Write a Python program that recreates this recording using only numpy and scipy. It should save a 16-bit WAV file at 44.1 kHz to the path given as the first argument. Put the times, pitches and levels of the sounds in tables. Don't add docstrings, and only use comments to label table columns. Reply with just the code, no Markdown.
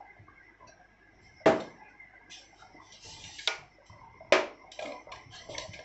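import sys
import numpy as np
from scipy import signal
from scipy.io import wavfile

SR = 44100
rng = np.random.default_rng(int(sys.argv[2]) if len(sys.argv) > 2 else 0)


def digitize_waveform(pressure):
    field = np.atleast_2d(pressure).T
    bounded = np.clip(field, -1, 1)
    quanta = np.round(bounded * 32767).astype(np.int16)
    wavfile.write(sys.argv[1], SR, quanta)


N = 257544
TIME = np.arange(N) / SR
RING = np.arange(int(SR * .7)) / SR

# (time [s], ring build-up [s], crack level [dB],
# crack pitch [Hz], crack width [Hz], crack decay [s], bounce delay [s], bounce level [dB],
# bounce pitch [Hz])
BLOWS = [(1.4578, 0.0082, -21, 1400, 1000, 0.0036, 0.00455, -13, 440),
         (4.3228, 0.0013, -15, 2570, 1700, 0.0048, 0.00593, -21, 660),
         (3.4742, 0.0016, -15, 3540, 1370, 0.0042, 0.0061, -19, 2300)]
# (pitch [Hz], time to fade 60 dB [s], level at spot 1, 2, 3 [dB])
SHELL_TONES = [(150.0, 0.5, -50.0, -59.0, -72.0), (171.0, 0.5, -39.0, -59.0, -74.0),
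               (228.0, 0.5, -29.0, -40.0, -75.0), (296.0, 0.34, -30.0, -44.0, -65.0),
               (319.0, 0.34, -23.0, -29.0, -61.0), (373.0, 0.34, -22.0, -23.0, -46.0),
               (405.0, 0.34, -27.0, -41.0, -52.0), (441.0, 0.34, -28.0, -32.0, -42.0),
               (500.0, 0.34, -31.0, -35.0, -51.0), (560.0, 0.22, -30.0, -20.0, -49.0),
               (586.0, 0.34, -29.0, -18.5, -50.0), (644.0, 0.34, -16.0, -19.0, -40.0),
               (765.0, 0.24, -30.0, -33.0, -41.0), (806.0, 0.24, -22.0, -36.0, -38.0),
               (860.0, 0.3, -29.0, -43.0, -53.0), (933.0, 0.3, -29.0, -32.0, -39.0),
               (1023.0, 0.3, -33.0, -30.0, -55.0), (1110.0, 0.3, -37.0, -37.0, -60.0),
               (1235.0, 0.3, -36.0, -30.0, -37.0), (1438.0, 0.3, -50.0, -37.0, -31.0),
               (1567.0, 0.3, -38.0, -35.0, -63.0), (1661.0, 0.3, -37.0, -31.0, -57.0),
               (1732.0, 0.3, -33.0, -31.0, -51.0), (1830.0, 0.3, -49.0, -34.0, -43.0),
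               (2053.0, 0.3, -42.0, -32.0, -38.0), (2218.0, 0.3, -46.0, -37.0, -43.0),
               (2335.0, 0.3, -41.0, -28.0, -30.0), (2589.0, 0.3, -50.0, -36.0, -53.0),
               (2832.0, 0.3, -52.0, -38.0, -46.0), (3332.0, 0.3, -73.0, -45.0, -52.0)]
SPOT_BOOST_DB = [1, -1.5, -1.5]
# (pitch [Hz], time to fade 60 dB [s], level at spot 1, 2, 3 [dB])
WEAK_TONES = [(25, 0.61, -52, -38, -70), (81, 1, -22.5, -35, -52.5), (182, 0.81, -12.5, -33.5, -66),
              (333, 0.59, -8, -13, -36), (607, 0.41, -7, -8, -29), (885, 0.53, -11, -12.5, -24.5),
              (1600, 0.35, -13, -14, -26.5), (2286, 0.37, -19.5, -11.5, -18),
              (3430, 0.33, -25.5, -20.5, -31), (5790, 0.32, -33.5, -25.5, -28.5),
              (7700, 0.26, -35.5, -34, -41.5), (8000, 0.09, -66, -54, -67)]
def blows():
    out, weak = np.zeros(N), np.array(WEAK_TONES)
    smother = np.exp(-(RING / 0.27) ** 2)
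    bounce = RING / .0014 * np.exp(1 - RING / .0014)
    for spot, blow in enumerate(BLOWS):
        start, build, crack_db, crack_hz, width, decay, delay, bounce_db, bounce_hz = blow
        tones = sum(amp(levels[spot]) * 1000. ** (-RING / fade) * sine(hz, RING)
                    for hz, fade, *levels in SHELL_TONES)
        blur = colour(fading_noise(weak[:, :2]), weak[:, [0, 2 + spot]])
        add(out, start, amp(SPOT_BOOST_DB[spot]) * tones * smother * (1 - np.exp(-RING / build)))
        add(out, start, blur * np.sqrt(smother) * (1 - np.exp(-2 * RING / build)))
        crack = colour(burst(crack_hz, width, decay), [(100, -27.0), (700, -0.5)])
        add(out, start, amp(crack_db) * crack)
        add(out, start + delay, amp(bounce_db) * bounce * np.sin(2 * np.pi * bounce_hz * RING))
    return out


# (time [s], tick level [dB], knock level [dB], brightness [dB], rise [s])
CLICKS = [(1.599, -41, -31.5, -8.5, .008), (2.92, -48, -69, 2.5, .006), (3.237, -39, -61, -6.5, .007),
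          (3.384, -31.5, -66, -12, .008), (4.7167, -36, -54, -3.5, .0025),
          (4.7895, -30, -30.5, -17.5, .004), (4.8114, -36.5, -37.5, -12.5, .002),
          (4.8234, -32.5, -27.5, -15.5, .0022), (4.8544, -33, -36, -25, .0035),
          (4.919, -38.5, -44, -24, .003), (5.118, -30.5, -40.5, -19.5, 0.0044),
          (5.156, -39.5, -57, -26, .0026), (5.547, -34.5, -37, -27.5, .0035),
          (5.5807, -23.5, -36.5, -5, .0017), (5.732, -36, -60, -16, .009), (5.7902, -38, -37, -21, .002)]
# (pitch [Hz], level [dB])
CLICK_COLOUR = [(760, -26), (1300, -86), (1480, -57), (1620, 4), (1920, -8.5), (2180, 9), (2740, -4.5),
                (3020, 0), (3890, 0.5), (4390, -2), (5030, -15.5), (5860, -1), (6320, -27.5), (7590, -10),
                (8000, -43), (10400, -48.5), (17600, -120)]
def clicks():
    ticks, body = np.zeros(N), np.zeros(N)
    for start, db, knock_db, treble_db, rise in CLICKS:
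        contact = np.exp(-RING / (rise + 0.0007)) * (1 - np.exp(-RING / rise))
        tick = colour(rng.standard_normal(len(RING)) * contact, CLICK_COLOUR)
        tick = colour(tick, [(2000, 0), (3200, min(treble_db + 12, 0) * 0.7), (5500, treble_db + 11.5)])
        add(ticks, start, amp(db) * tick / abs(tick).max())
        knock = burst(hz=608, width_hz=150, decay_s=0.0074) * (1 - np.exp(-RING / 0.0018))
        add(body, start, amp(knock_db) * knock)
    ticks = flicker(room(ticks, echo_db=-5.5), depth_db=4.5, width_hz=220, hold_s=0.13)
    return ticks + room(body, echo_db=-3.5)


# (time [s], length [s], rise [s], level [dB])
RUBS = [(1.206, 0.052, .03, -67), (1.525, 0.062, 0.037, -58), (1.881, 0.018, 0.013, -78),
        (2.295, 0.039, 0.024, -45.5), (2.53, 0.084, 0.076, -60.5), (2.785, 0.42, 0.091, -60.5),
        (2.997, 0.46, .055, -47), (3.855, 0.012, 0.01, -60), (4.782, 0.1, .015, -56.5),
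        (5.305, 0.051, .05, -47.5), (5.482, 0.063, 0.034, -48), (5.717, 0.02, 0.019, -54.5)]
# (pitch [Hz], width [Hz], level [dB])
PANEL_TONES = [(2454, 110, -7.5), (3103, 130, -3.5), (3900, 250, -8), (4500, 120, -2), (5430, 490, 1),
               (5964, 200, 3.5), (7490, 110, -7)]
# (pitch [Hz], level [dB])
FIRM_COLOUR = [(700, -30.5), (1020, -15), (1200, -21.5), (1620, -26), (1840, -5.5), (2080, -4),
               (2250, -27.5), (2410, 1.5), (2600, -6), (2690, 4.5), (3160, 6), (4060, 1.5), (4390, -0.5),
               (6210, 0), (7580, -5.5), (8200, -24), (10700, -58), (18000, -120)]
def sliding():
    friction = room(slips(per_s=8000, spread_db=2.5), echo_db=-1)
    light = unit(sum(amp(db) * band(friction, hz, width) for hz, width, db in PANEL_TONES))
    light = flicker(light, depth_db=5.5, width_hz=180, hold_s=0.09)
    firm = flicker(unit(colour(friction, FIRM_COLOUR)), depth_db=5.5, width_hz=240, hold_s=0.11)
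    rubs = [amp(db) * stroke(start, length, rise, fade_db_per_s=132) for start, length, rise, db in RUBS]
    skids = [amp(-25 + 0.58 * (db + treble_db)) * stroke(start, 0.0017, 0.0017, fade_db_per_s=150)
             for start, db, _, treble_db, _ in CLICKS]
    pressure = np.linalg.norm(rubs + skids, axis=0)
    firmness = pressure / (pressure + amp(-50))
    return pressure * (np.sqrt(firmness) * firm + (1 - firmness) * light)


# (time [s], length [s], level [dB], rumble level [dB], scrape pitch [Hz])
DRAGS = [(0.17, 0.15, -69.5, -66, 700), (0.587, 0.088, -57, -65, 646), (1.102, 0.27, -76, -63.5, 686),
         (1.669, 0.3, -63, -82, 866), (2.093, .4, -67, -76, 700), (2.563, 0.29, -64, -68.5, 926),
         (3.021, 0.15, -57, -55.5, 897), (3.253, 0.13, -68.5, -70, 900), (3.885, 0.47, -60.5, -61, 962),
         (4.583, 0.063, -58.5, -71, 1015), (4.764, 0.14, -48.5, -65, 538), (5.049, .1, -54.5, -57.5, 967),
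         (5.297, 0.18, -57, -61, 700), (5.48, 0.15, -53.5, -57.5, 620), (5.697, .12, -64, -65, 600)]
# (pitch [Hz], width [Hz], level [dB])
HOLLOW_TONES = [(324, 180, -6), (403, 60, -4.5), (599.5, 91, 0), (743.4, 39, 5.5), (1006, 146, 1)]
def dragging():
    friction = slips(per_s=700, spread_db=4.5)
    hollow = sum(amp(db) * band(friction, hz, width) for hz, width, db in HOLLOW_TONES)
    hollow = flicker(unit(room(hollow, echo_db=-2.0)), depth_db=9.0, width_hz=250, hold_s=0.11)
    starts, lengths, level_db, rumble_db, pitches = np.transpose(DRAGS)
    moves = np.array([stroke(start, length, rise_s=0.053, fade_db_per_s=115)
                      for start, length in zip(starts, lengths)])
    glide_hz = np.interp(TIME, starts + lengths / 2, pitches)
    scrape = unit(resonate(resonate(friction, glide_hz, width_hz=120), glide_hz, width_hz=76))
    rumble = unit(band(rng.standard_normal(N), hz=85, width_hz=110))
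    return (hollow + amp(-2) * scrape) * (amp(level_db) @ moves) + rumble * (amp(rumble_db) @ moves)


# (time [s], level [dB], pitch [Hz])
BUMPS = [(0.003, -37.5, 773), (0.165, -50, 675), (0.281, -45.5, 1140), (0.794, -48.5, 717),
         (1.404, -45, 645), (1.817, -43.5, 814), (2.209, -54, 950), (2.527, -48.5, 740),
         (2.628, -48.5, 754), (2.744, -43.5, 316), (2.799, -44, 1027), (3.047, -47.5, 420),
         (3.288, -47.5, 754), (3.624, -44.5, 722), (3.783, -49.5, 553), (3.897, -44.5, 988),
         (4.03, -44.5, 904), (4.205, -40, 693), (4.904, -34, 530), (5.07, -38.5, 570), (5.122, -34.5, 1043),
         (5.489, -32, 578)]
# (time [s], level [dB], pitch [Hz])
THUMPS = [(0.19, -46, 85.5), (1.622, -52, 218), (3.238, -45.5, 97.7), (3.583, -52, 112),
          (3.896, -46.5, 105.3), (4.849, -39, 280), (5.256, -44, 95), (5.494, -44.5, 318),
          (5.682, -39.5, 94)]
TAPS_PER_S, TAP_DB, TAP_SPREAD_DB, TAP_HZ, TAP_SPREAD_OCTAVES = 4.4, -57.5, 0.5, 786, 0.41
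def bumps():
    out = np.zeros(N)
    times = np.flatnonzero(rng.random(N) < TAPS_PER_S / SR) / SR
    taps = [(start, TAP_DB - TAP_SPREAD_DB * softness, TAP_HZ * 2 ** (TAP_SPREAD_OCTAVES * spot))
            for start, (softness, spot) in zip(times, rng.standard_normal((len(times), 2)))]
    for start, db, hz in THUMPS:
        add(out, start, amp(db) * burst(hz, width_hz=66, decay_s=0.021))
    soft_start = 1 - np.exp(-RING / 0.0028)
    for start, db, hz in BUMPS + taps:
        add(out, start, amp(db) * burst(hz, width_hz=87, decay_s=0.01) * soft_start)
    return room(out, echo_db=-4.0)


# (pitch [Hz], level [dB], time to fade 60 dB [s])
SMALL_PART_TONES = [(2640, -58.5, 0.18), (4090, -62.5, 0.24), (4580, -57.5, 0.16), (5670, -58, 0.28),
                    (5930, -58, 0.19), (6740, -73, 0.17)]
def small_part():
    out = np.zeros(N)
    soft_start = np.clip(RING / 0.013, 0, 1)
    for hz, db, fade in SMALL_PART_TONES:
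        tone = burst(hz, width_hz=135, decay_s=fade / np.log(1000))
        add(out, start_s=0.6685, sound=amp(db) * tone * soft_start)
    return out


# (time [s], length [s], pitch [Hz], level [dB])
CHIRPS = [(2.295, 0.069, 2510, -55.5), (2.3, 0.088, 3430, -54), (1.809, 0.12, 2450, -60.5),
          (2.568, 0.063, 3790, -67), (2.589, 0.06, 1370, -55.5), (2.8, 0.1, 3480, -68.5),
          (2.91, .13, 3940, -62), (3.38, 0.07, 1700, -56.5), (5.298, 0.12, 3140, -51.5),
          (5.322, 0.063, 1650, -55.5), (5.329, .09, 4270, -54.5), (5.482, 0.11, 3260, -56),
          (5.727, 0.064, 2250, -51.5)]
def chirps():
    out = np.zeros(N)
    for start, length, hz, db in CHIRPS:
        swell = np.sin(np.pi * np.clip(RING / length, 0, 1))
        chirp = unit(band(rng.standard_normal(len(RING)), hz, width_hz=170))
        add(out, start, amp(db) * swell * chirp)
    return room(out, echo_db=-5.5)


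# (pitch [Hz], time to fade 60 dB [s])
ECHO_FADES = [(100, 0.32), (600, 0.31), (2400, 0.32), (8000, 0.29)]
def room(x, echo_db):
    tail = fading_noise(ECHO_FADES) * np.clip(RING / 0.017, 0, 1)
    return x + amp(echo_db) * signal.oaconvolve(x, tail / np.linalg.norm(tail))[:N]


# (pitch [Hz], level [dB])
ROOM_COLOUR = [(15, -16.5), (25, -5), (69, -6.5), (262, -4), (311, 2), (584, -11), (726, -3.5), (1300, -13),
               (1820, -17.5), (2060, -5), (2330, -13.5), (3260, -22.5), (4810, -30.5), (5430, -25.5),
               (8200, -42.5), (10700, -78), (18000, -120)]
# (pitch [Hz], level [dB])
HUM_TONES = [(50, -72), (100, -75.5)]
def room_noise():
    rush = amp(-65) * unit(colour(rng.standard_normal(N), ROOM_COLOUR))
    rush = flicker(rush, depth_db=5.0, width_hz=74, hold_s=0.064)
    hum = sum(amp(db) * np.sqrt(2) * sine(hz, TIME) for hz, db in HUM_TONES)
    return rush + hum


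# (time [s], level [dB])
LOW_HISS = [(0, -67), (.5, -64), (1.3, -65.5), (2.2, -61.5), (2.6, -73.5), (5.8, -83.5)]
MID_HISS = [(0, -64.5), (.5, -62), (.8, -79), (1.25, -60), (2.1, -59), (3.1, -67), (4.5, -65), (5.6, -55)]
HIGH_HISS = [(0, -85), (1.1, -84.5), (1.28, -69), (2.2, -84.5), (2.7, -70.5), (4.1, -77.5), (5.8, -74.5)]
WANDER_HZ, SWELL_DB = 35, 4.5
def hiss():
    out = np.zeros(N)
    for levels, hz, width_hz in (LOW_HISS, 1636, 210), (MID_HISS, 2057, 190), (HIGH_HISS, 5390, 730):
        pitch = hz + WANDER_HZ * drift(per_s=20)
        noise = resonate(band(rng.standard_normal(N), pitch, width_hz), pitch, width_hz)
        swell = amp(SWELL_DB * np.tanh(drift(per_s=16)))
        noise = flicker(unit(noise * swell), depth_db=5.5, width_hz=160, hold_s=.05)
        out += amp(np.interp(TIME, *np.transpose(levels))) * noise
    return out


def amp(db):
    return 10 ** (np.asarray(db) / 20)


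def unit(x):
    return x / np.sqrt(np.mean(x ** 2) + 1e-20)


def sine(hz, t):
    return np.sin(2 * np.pi * (hz * t + rng.random()))


def look_up(points, hz):
    pitches, values = np.transpose(points)
    return np.interp(np.log(hz + 1), np.log(pitches + 1), values)


def add(mix, start_s, sound):
    part = mix[max(round(start_s * SR), 0):][:len(sound)]
    part += sound[:len(part)]


def colour(x, points):
    gain_db = np.maximum(look_up(points, abs(np.fft.fftfreq(4096, 1 / SR))), -100)
    spectrum = np.exp(np.conj(signal.hilbert(np.log(amp(gain_db)))))
    response = np.fft.ifft(spectrum).real
    return signal.oaconvolve(x, response[:len(response) // 2])[:len(x)]


def resonate(x, hz, width_hz):
    turn = np.exp(2j * np.pi * np.cumsum(hz * np.ones(len(x))) / SR)
    feedback = np.exp(-np.pi * width_hz / SR)
    return 2 * (turn * signal.lfilter([1 - feedback], [1, -feedback], x / turn + 1e-18)).real


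def band(x, hz, width_hz):
    return resonate(resonate(x, hz, width_hz), hz, width_hz)


def fading_noise(fades):
    hz, t, bands = signal.stft(rng.choice([-1., 1.], len(RING)), SR, nperseg=256)
    fade = 1000. ** (-t / look_up(fades, hz)[:, None])
    return signal.istft(bands * fade, SR)[1][:len(RING)]


def burst(hz, width_hz, decay_s):
    noise = band(rng.standard_normal(len(RING)), hz, width_hz)[::-1]
    shape = np.exp(-RING / decay_s) * (1 - np.exp(-RING * hz * 2))
    return unit(noise * shape) * np.sqrt(np.mean(shape ** 2))


def slips(per_s, spread_db):
    size = amp(spread_db * np.minimum(rng.exponential(1, N), 4))
    return size * rng.choice([-1., 1.], N) * (rng.random(N) < per_s / SR)


def stroke(start_s, length_s, rise_s, fade_db_per_s):
    t = TIME - start_s
    return np.clip(t / rise_s, 0, 1) * amp(-fade_db_per_s * np.maximum(t - length_s, 0))


def drift(per_s):
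    return unit(band(rng.standard_normal(N), 0, per_s))


def flicker(x, depth_db, width_hz, hold_s):
    hz, t, bands = signal.stft(x, SR, nperseg=1024, noverlap=768)
    across, along = np.fft.fftfreq(len(hz), hz[1])[:, None], np.fft.fftfreq(len(t), t[1])
    blur = np.exp(-(across * width_hz) ** 2 - (along * hold_s) ** 2)
    patches = unit(np.fft.ifft2(np.fft.fft2(rng.standard_normal(bands.shape)) * blur).real)
    gain = amp(depth_db * 2 * np.tanh(patches / 2))
    return unit(signal.istft(bands * gain, SR, nperseg=1024, noverlap=768)[1][:len(x)]) * np.std(x)


def scene():
    events = blows() + clicks() + small_part() + bumps() + sliding() + chirps() + dragging()
    return (events + room_noise() + hiss())[None]


def record(dry):
    treble_cut = signal.firwin(255, 8350, window=("kaiser", 8), fs=SR)
    return signal.oaconvolve(dry, treble_cut[None], "same")


dry = scene()
out = record(dry)
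digitize_waveform(out)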